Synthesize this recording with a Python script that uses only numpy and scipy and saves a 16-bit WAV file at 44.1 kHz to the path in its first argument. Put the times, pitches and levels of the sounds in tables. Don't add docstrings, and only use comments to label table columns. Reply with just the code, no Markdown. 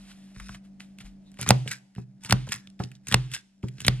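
import sys
import numpy as np
from scipy import signal
from scipy.fft import rfft, irfft
from scipy.io import wavfile
from scipy.ndimage import uniform_filter1d

SR = 44100
rng = np.random.default_rng(int(sys.argv[2]) if len(sys.argv) > 2 else 0)


def volts_from_decibels(level):
    exponent = np.asarray(level, float) / 20
    return 10 ** exponent


def to_wav(s):
    ch = np.atleast_2d(s).T
    pcm = np.round(np.clip(ch, -1, 1) * 32767)
    wavfile.write(sys.argv[1], SR, pcm.astype(np.int16))


N = 176400


def curve(rows, t):
    rows = np.array(rows, float)
    return np.interp(t, rows[:, 0], rows[:, 1])


def colour(x, table):
    rows = np.array(table, float)
    hz = np.arange(N // 2 + 1) * SR / N + 1
    gain = volts_from_decibels(np.interp(np.log(hz), np.log(rows[:, 0] + 1), rows[:, 1]))
    y = irfft(rfft(x) * gain, N)
    return y / np.std(y)


def band(x, hz, width_hz):
    return signal.lfilter(*signal.iirpeak(min(hz, .44 * SR), max(hz / width_hz, .3), fs=SR), x)


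def decay(t, t60):
    return 1000. ** (-t / t60)


def add(out, x, s):
    i = int(s * SR)
    out[i:i + len(x)] += x[:N - i]


def grains(t, curves, table, grain_db, patchy_db):
    patch = np.repeat(rng.standard_normal(N // 88 + 1), 88)[:N]
    noise = rng.standard_normal(N) * volts_from_decibels(grain_db * rng.exponential(1, N) + patchy_db * patch)
    gain = 0
    for rows in curves:
        fade_in, fade_out = (rows[0][0] - .01, -100), (rows[-1][0] + .017, -100)
        gain = gain + volts_from_decibels(curve([fade_in] + list(rows) + [fade_out], t))
    return colour(noise, table) * gain


# pitch_hz, level_db (rms)
HUM = [(140.0, -65), (193.8, -49), (290.7, -68)]
# freq_hz, relative_db
AIR = [(15, -66.5), (25, -15.5), (109, -24), (202, -12.5), (286, -22.5), (475, -35), (655, -29),
       (1000, -42.5), (8780, -55.5), (15000, -70.5)]
# time_s, gain_db
BACKGROUND = [(0, -1), (.6, -1.5), (1.4, -1), (1.8, -10), (1.93, -13.5), (2.2, -5.5), (2.7, -5.5),
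              (3.0, -7.5), (3.5, -15), (3.75, -2.5), (4, -3)]


def background(t):
    air_db, waver_db, side_share = -59, 2.8, 0.66
    steps = np.repeat(rng.standard_normal((2, N // 2205 + 1)), 2205, axis=1)
    waver = uniform_filter1d(steps, 4410, axis=1)[:, :N]
    drift_s = np.cumsum(0.001 * waver[1]) / SR
    hum = 0
    for hz, db in HUM:
        hum = hum + np.sqrt(2) * volts_from_decibels(db + waver_db * waver[0]) * np.sin(2 * np.pi * hz * (t + drift_s))
    mid, side = (colour(rng.standard_normal(N), AIR) for _ in range(2))
    air = volts_from_decibels(air_db) * (mid + side_share * side * np.array([[1], [-1]]))
    return (hum + air) * volts_from_decibels(curve(BACKGROUND, t))


# freq_hz, t60_s, level_db (of the whole tail)
ROOM = [(307, 0.2, -19.5), (710, 0.85, -38.5), (1530, 0.17, -23), (3240, 0.5, -35), (4730, 0.66, -37),
        (7860, 0.87, -37.5), (11030, 0.53, -34)]


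def room(x):
    t = np.arange(SR // 2) / SR
    tails = 0
    for hz, t60, db in ROOM:
        fade_in = np.clip(t / 0.008, 0, 1)
        tail = band(rng.standard_normal((2, len(t))), hz, hz) * decay(t, t60) * fade_in
        tails = tails + volts_from_decibels(db) * tail / np.sqrt(np.sum(tail ** 2) / 2)
    return signal.fftconvolve(tails, x[None], axes=1)[:, :N]


# start_s, level_db (before the soft onset), pitch_hz
BUMPS = [(.0, -48, 44), (.365, -39, 42.5), (.41, -34.5, 50.8), (0.496, -37, 49), (1.042, -36.5, 43.2),
         (1.509, -31, 46.76), (2.329, -26.5, 41), (3.149, -27.5, 40.5), (3.884, -27.5, 38)]


def bumps():
    t60_s, onset_s, right_drop_db = 0.35, 0.0062, 3.1
    out, t = np.zeros((2, N)), np.arange(13230) / SR
    envelope = decay(t, t60_s) * (1 - np.exp(-t / onset_s))
    for (s, db, hz), shift in zip(BUMPS, rng.uniform(0.35, 1, len(BUMPS))):
        for side in range(2):
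            swing = np.sin(2 * np.pi * hz * t + 0.62 * side * shift)
            add(out[side], volts_from_decibels(db - right_drop_db * side) * swing * envelope, s)
    return out


# time_s, level_db
CLOTH = [
    [(0, -59.5), (.06, -59), (.115, -51), (.14, -62), (.33, -65), (.37, -75), (.43, -76), (.48, -81),
     (.51, -77), (.55, -48.5), (.575, -84), (.63, -79), (.65, -64), (.7, -80)],
    [(.8, -49.5), (.87, -69), (.97, -79.5), (1.01, -48), (1.035, -66), (1.06, -52.5), (1.085, -62.5),
     (1.18, -88), (1.27, -74), (1.31, -75), (1.385, -65)],
]
# freq_hz, relative_db
CLOTH_COLOUR = [(290, -39.5), (500, -22.5), (694, 0), (935, -6), (1880, 0), (3610, -0.5), (11900, -9),
                (15000, -40)]


def cloth(t):
    return grains(t, CLOTH, CLOTH_COLOUR, grain_db=1.5, patchy_db=1.0)


def squeak(t):
    start_s, end_s, peak_db = .415, .485, -65
    share = np.clip((t - start_s) / (end_s - start_s), 0, 1)
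    pitch_hz = np.interp(share, (0, 1), (10000, 8200))
    swell = np.sqrt(np.sin(np.pi * share).clip(0))
    return volts_from_decibels(peak_db) * swell * np.sin(2 * np.pi * np.cumsum(pitch_hz) / SR)


# middle_s, half_length_s, pitch_hz, level_db (rms at the middle)
CREAKS = [(1.28, .025, 3800, -66), (2.265, .025, 900, -54), (2.635, .03, 1720, -63)]


def creaks(t):
    out = 0
    for s, half, hz, db in CREAKS:
        hiss = band(rng.standard_normal(N), hz, hz / 14)
        out = out + volts_from_decibels(db) * hiss / np.std(hiss) * np.exp(-((t - s) / half) ** 2)
    return out


# time_s, level_db
SCRAPE = [
    [(.345, -62), (.43, -56), (.53, -53), (.58, -64)],
    [(1.39, -43.5), (1.41, -45.5), (1.43, -36), (1.455, -56), (1.48, -35), (1.503, -40.5)],
    [(1.655, -67), (1.68, -41), (1.7, -49.5), (1.72, -33.5), (1.75, -48), (1.79, -65.5)],
    [(1.95, -79.5), (1.98, -59.5), (2.03, -73.5)],
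    [(2.21, -68), (2.24, -57), (2.26, -43.5), (2.285, -58), (2.3, -49), (2.32, -48)],
    [(2.47, -53), (2.495, -64), (2.525, -29), (2.56, -50.5), (2.61, -63)],
    [(2.795, -51.5), (2.84, -57), (2.89, -72), (2.97, -70)],
    [(3.04, -79.5), (3.07, -59), (3.09, -44), (3.11, -44), (3.14, -38)],
    [(3.3, -66), (3.325, -45), (3.345, -33.5), (3.37, -46.5), (3.41, -63)],
    [(3.63, -58), (3.69, -70.5), (3.75, -73.5), (3.79, -60), (3.82, -47), (3.84, -56.5), (3.875, -49)],
]
# freq_hz, relative_db
SCRAPE_COLOUR = [(290, -51), (500, -31), (962, -13), (1680, 3.5), (3320, -3.5), (4230, 0.5), (5310, 4),
                 (8020, -6), (12300, -8.5), (15000, -38)]
# pitch_hz, width_hz, level_db
LEVER = [(1580, 90, -10), (2700, 120, -9), (3700, 120, -13), (8100, 400, -12)]


def lever(t):
    pitch_spread, level_spread_db = .1, 4
    scrape = grains(t, SCRAPE, SCRAPE_COLOUR, grain_db=2.2, patchy_db=3.2)
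    out = scrape
    for rows in SCRAPE:
        stroke = scrape * (t > rows[0][0] - .01) * (t < rows[-1][0] + .02)
        shifts, louds = rng.uniform(-1.3, 1, (2, len(LEVER)))
        for (hz, width, db), shift, loud in zip(LEVER, shifts, louds):
            rung = band(stroke, hz * (1 + pitch_spread * shift), width)
            out = out + volts_from_decibels(db + level_spread_db * loud) * np.sqrt(hz / width) * rung
    return out


# pitch_hz, level_db, t60_s
TABLE = [(125.9, 4, 0.5), (142.7, -11.5, 0.69), (186.5, 7, 0.061), (230, -18, 0.12), (337, -19, 0.13),
         (401.5, -16.5, 0.13), (556, -23.5, 0.064), (751, -19, 0.039), (900, -21, 0.017),
         (1310, -18.5, .03)]


def ring_table(push_s, tilt_db=0.):
    t = np.arange(22050) / SR
    n = max(push_s * SR, 2.)
    push = np.sin(np.pi * np.minimum(np.arange(int(n) + 1) / n, 1))
    body = 0
    for hz, db, t60 in TABLE:
        body = body + volts_from_decibels(db + tilt_db * np.log2(hz / 200)) * np.sin(2 * np.pi * hz * t) * decay(t, t60)
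    y = signal.fftconvolve(body, push)[:len(t)]
    return y / np.abs(y).max()


# start_s, peak_db (of the wood ring), tilt_db_per_octave, crunch_hz, crunch_db (relative to the ring)
THUMPS = [(1.392, -33.5, 10, 750, 0), (1.493, -27.5, 4.5, 750, 3), (1.66, -33, 2, 292, -3),
          (1.981, -22, 9.5, 600, -18), (2.473, -31, 8, 800, -7.5), (2.801, -16, 13, 850, -10),
          (3.131, -27.5, 5.5, 700, 1), (3.637, -15.5, 9, 358, -20)]


def thumps():
    push_s, crunch_t60_s = 0.0024, .05
    out, t = np.zeros(N), np.arange(4410) / SR
    for s, db, tilt_db, hz, crunch_db in THUMPS:
        add(out, volts_from_decibels(db) * ring_table(push_s, tilt_db), s)
        burst = rng.standard_normal(len(t)) * decay(t, crunch_t60_s)
        crunch = band(band(burst, hz, 0.7 * hz), hz, 2 * hz)
        add(out, volts_from_decibels(db + crunch_db) * crunch / np.abs(crunch).max(), s)
    return out


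# start_s, level_db (peak of the middle resonance), centre_hz,
# treble_db (relative to the middle), t60_s (of the grit, 4 ms at least), knock_db (peak into the table)
CLICKS = [(0.115, -40.5, 2160, -5, 0.014, -69), (0.3614, -40.5, 1400, -15, 0.021, -35.5),
          (0.398, -32.5, 1580, -3, 0.045, -76), (0.4918, -30, 1190, -12.5, 0.016, -33.5),
          (0.5456, -33.5, 1670, -10, 0.062, -39.5), (0.8039, -28.5, 2200, -30, 0.0095, -84),
          (0.9858, -33.5, 2840, -0.5, 0.01, -49), (1.0043, -37, 2372, -8.5, 0.08, -41.5),
          (1.3166, -50.5, 2606, 7.5, 0.009, -52.5), (1.3416, -50.5, 2412, 3.5, 0.013, -54.5),
          (1.3715, -43.5, 2230, -7.5, 0.012, -55), (1.388, -33, 2800, -6, 0.03, -45.5),
          (1.413, -23, 3320, 11.5, 0.0038, -26.5), (1.428, -25.5, 1718, 1.5, 0.0066, -28.5),
          (1.4633, -25, 1409, -11.5, 0.023, -27), (1.4751, -23, 1433, -2.5, 0.018, -20.5),
          (1.4896, -8.5, 3235, 7, 0.0048, -19.5), (1.513, -19.5, 1320, -8.5, 0.043, -17),
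          (1.6761, -19, 2473, -14, 0.013, -35), (1.7142, -20, 2100, 3, 0.016, -57),
          (1.7285, -34, 1657, 9, 0.02, -60), (1.9505, -44.5, 2214, 0.5, 0.0086, -71),
          (1.9607, -42.5, 2296, -18.5, 0.017, -33), (1.9822, -50, 1993, -13.5, 0.015, -34),
          (2.2358, -37, 2387, 6.5, 0.017, -50), (2.2477, -28.5, 2325, 3, 0.017, -34),
          (2.2907, -29, 2278, -3, 0.045, -31.5), (2.2966, -21, 1260, 2.5, 0.018, -20.5),
          (2.3076, -9.5, 3500, -4, 0.014, -49.5), (2.3134, -18, 1666, -6, 0.005, -18),
          (2.3322, -38.5, 2220, 2.5, 0.013, -12), (2.4892, -29, 2580, 2, 0.044, -27.5),
          (2.5198, -16, 1944, 2.5, 0.022, -45.5), (2.5406, -30, 1710, 8.5, 0.0057, -36.5),
          (2.5588, -34, 1740, 3, 0.018, -40.5), (2.6721, -35, 3660, -14.5, 0.012, -45.5),
          (2.7002, -45, 4425, -9, 0.014, -53.5), (2.7923, -38, 3000, -10, 0.0058, -35),
          (2.8361, -27.5, 3960, -24.5, 0.025, -25.5), (2.9158, -41, 2217, 1, 0.016, -45),
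          (2.9525, -42, 4440, -17.5, 0.014, -50.5), (3.0697, -26.5, 2130, 5, 0.024, -40),
          (3.0834, -28, 2340, 7.5, 0.017, -29.5), (3.1135, -23, 1420, -2, 0.021, -21.5),
          (3.123, -12.5, 2597, -2, 0.022, -22), (3.3156, -31.5, 2442, 3, 0.02, -41),
          (3.3362, -22, 2920, 0, 0.044, -63.5), (3.3489, -35.5, 2714, 12, 0.029, -64),
          (3.3627, -27, 2160, -6, 0.0146, -44), (3.6302, -37.5, 2386, -15, 0.0058, -25),
          (3.684, -36, 2790, -0.5, 0.02, -49), (3.782, -40, 2320, -13, 0.019, -40),
          (3.8035, -26, 2470, 0.5, 0.016, -39.5), (3.816, -32, 3000, 2, 0.018, -32.5),
          (3.8474, -15.5, 2900, -9, 0.027, -24), (3.8653, -17, 3160, 4, 0.031, -19)]


def clicks():
    treble_hz, treble_width_hz, onset_s = 6800, 2200, .0003
    knock_lag_s, hand_t60_s = .004, .25
    out, t = np.zeros(N), np.arange(4410) / SR
    knock = ring_table(0.001) * decay(np.arange(22050) / SR, hand_t60_s)
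    for s, db, hz, treble_db, t60, knock_db in CLICKS:
        noise, unevenness = rng.standard_normal((2, len(t)))
        envelope = decay(t, max(t60, .004)) * (1 - np.exp(-t / onset_s))
        grit = noise * volts_from_decibels(4 * unevenness) * envelope
        mid = band(band(grit, hz, hz), hz, 1.4 * hz)
        treble = band(np.diff(grit, prepend=0), treble_hz, treble_width_hz)
        click = mid / np.abs(mid).max() + volts_from_decibels(treble_db) * treble / np.abs(treble).max()
        add(out, volts_from_decibels(db) * click, s)
        add(out, volts_from_decibels(knock_db) * knock, s + knock_lag_s)
    return out


# start_s, crack_db (peak), boom_db (peak), boosted_hz (stressed part of the crack),
# held_s (time from the start of the boom until the gun lifts)
SHOTS = [(1.5047, 10, -6, 779, 0.195), (2.323, 4.5, -11, 1698, 0.15), (3.1413, 1.5, -10, 2365, 0.2),
         (3.8801, 5, -10, 2020, .195)]
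# freq_hz, relative_db
CRACK = [(240, -30.5), (400, -1), (2630, -5), (5480, -3), (6580, -16.5), (8150, -11.5), (9650, -10.5),
         (10600, -23.5), (12500, -11), (14400, -22), (15500, -44)]
# freq_hz, relative_db
AFTER = [(180, -27.5), (300, 8), (637, -23.5), (763, -10), (991, -13), (3070, -4), (10100, -21),
         (12300, -30.5), (15000, -54.5)]


def shots():
    rise_s, fall_s, push_s, lift_t60_s = 0.0024, 0.0015, 0.001, 0.022
    boost_db, boost_width_octaves = 10, 0.25
    bite_s, bite_width_s, bite_db = .0022, .0003, 9
    hiss_db, hiss_t60_s = -43.5, 0.62
    out, t = np.zeros(N), np.arange(22050) / SR
    short = t[:1024]
    hiss = colour(rng.standard_normal(N), AFTER)
    hz, rows = np.arange(513) * SR / 1024 + 1, np.array(CRACK, float)
    crack_db = np.interp(np.log(hz), np.log(rows[:, 0]), rows[:, 1])
    shape = np.exp(-short / fall_s) * (1 - np.exp(-short / rise_s)) ** 2
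    bite = volts_from_decibels(bite_db * np.exp(-((short - bite_s) / bite_width_s) ** 2))
    for k, (s, db, boom_db, boosted_hz, held) in enumerate(SHOTS):
        boost = boost_db * np.exp(-(np.log2(hz / boosted_hz) / boost_width_octaves) ** 2)
        burst = rfft(shape * rng.standard_normal(1024))
        evened = burst / np.sqrt(np.abs(burst))
        crack = bite * np.sqrt(shape) * irfft(volts_from_decibels(crack_db + boost) * evened)
        add(out, volts_from_decibels(db) * crack / np.abs(crack).max(), s)
        boom = ring_table(push_s) * decay(np.maximum(t - held, 0), lift_t60_s)
        add(out, volts_from_decibels(boom_db) * boom, s + 0.0025)
        after = hiss[k * len(t):(k + 1) * len(t)] * decay(t, hiss_t60_s)
        add(out, volts_from_decibels(hiss_db) * after, s + .003)
    return out


# freq_hz, lead_radians
PORTS = [(100, .2), (700, .55), (1400, .65), (2800, .85), (4000, 1.8), (5600, 2.3), (8000, 1.8),
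         (11000, 1.1), (15000, .8)]


def two_ports(x):
    left_over_right_db = -0.5
    rows = np.array(PORTS)
    half_lead = np.interp(np.arange(N // 2 + 1) * SR / N, rows[:, 0], rows[:, 1]) / 2
    ports = []
    for side in (1, -1):
        shifted = irfft(rfft(x) * np.exp(1j * side * half_lead), N)
        ports.append(shifted * volts_from_decibels(side * left_over_right_db / 2))
    return np.array(ports)


def scene():
    shot_room_db = -7.5
    t = np.arange(N) / SR
    low_cut = signal.butter(3, 72.6, "high", fs=SR)
    fired = signal.lfilter(*low_cut, shots())
    small = signal.lfilter(*low_cut, clicks() + thumps())
    small = small + lever(t) + cloth(t) + squeak(t) + creaks(t)
    answer = room(small + volts_from_decibels(shot_room_db) * fired)
    return two_ports(fired + small) + answer + background(t) + bumps()


def roll_off(x):
    return signal.sosfilt(signal.butter(12, 15750, fs=SR, output="sos"), x)


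def record(dry):
    dulled = signal.sosfilt(signal.butter(3, 10740, fs=SR, output="sos"), dry)
    clipped = np.clip(dulled, -1, 1)
    mix = signal.sosfilt(signal.ellip(6, .2, 50, 15700, fs=SR, output="sos"), clipped)
    return roll_off(mix)


dry = scene()
out = record(dry)
to_wav(out)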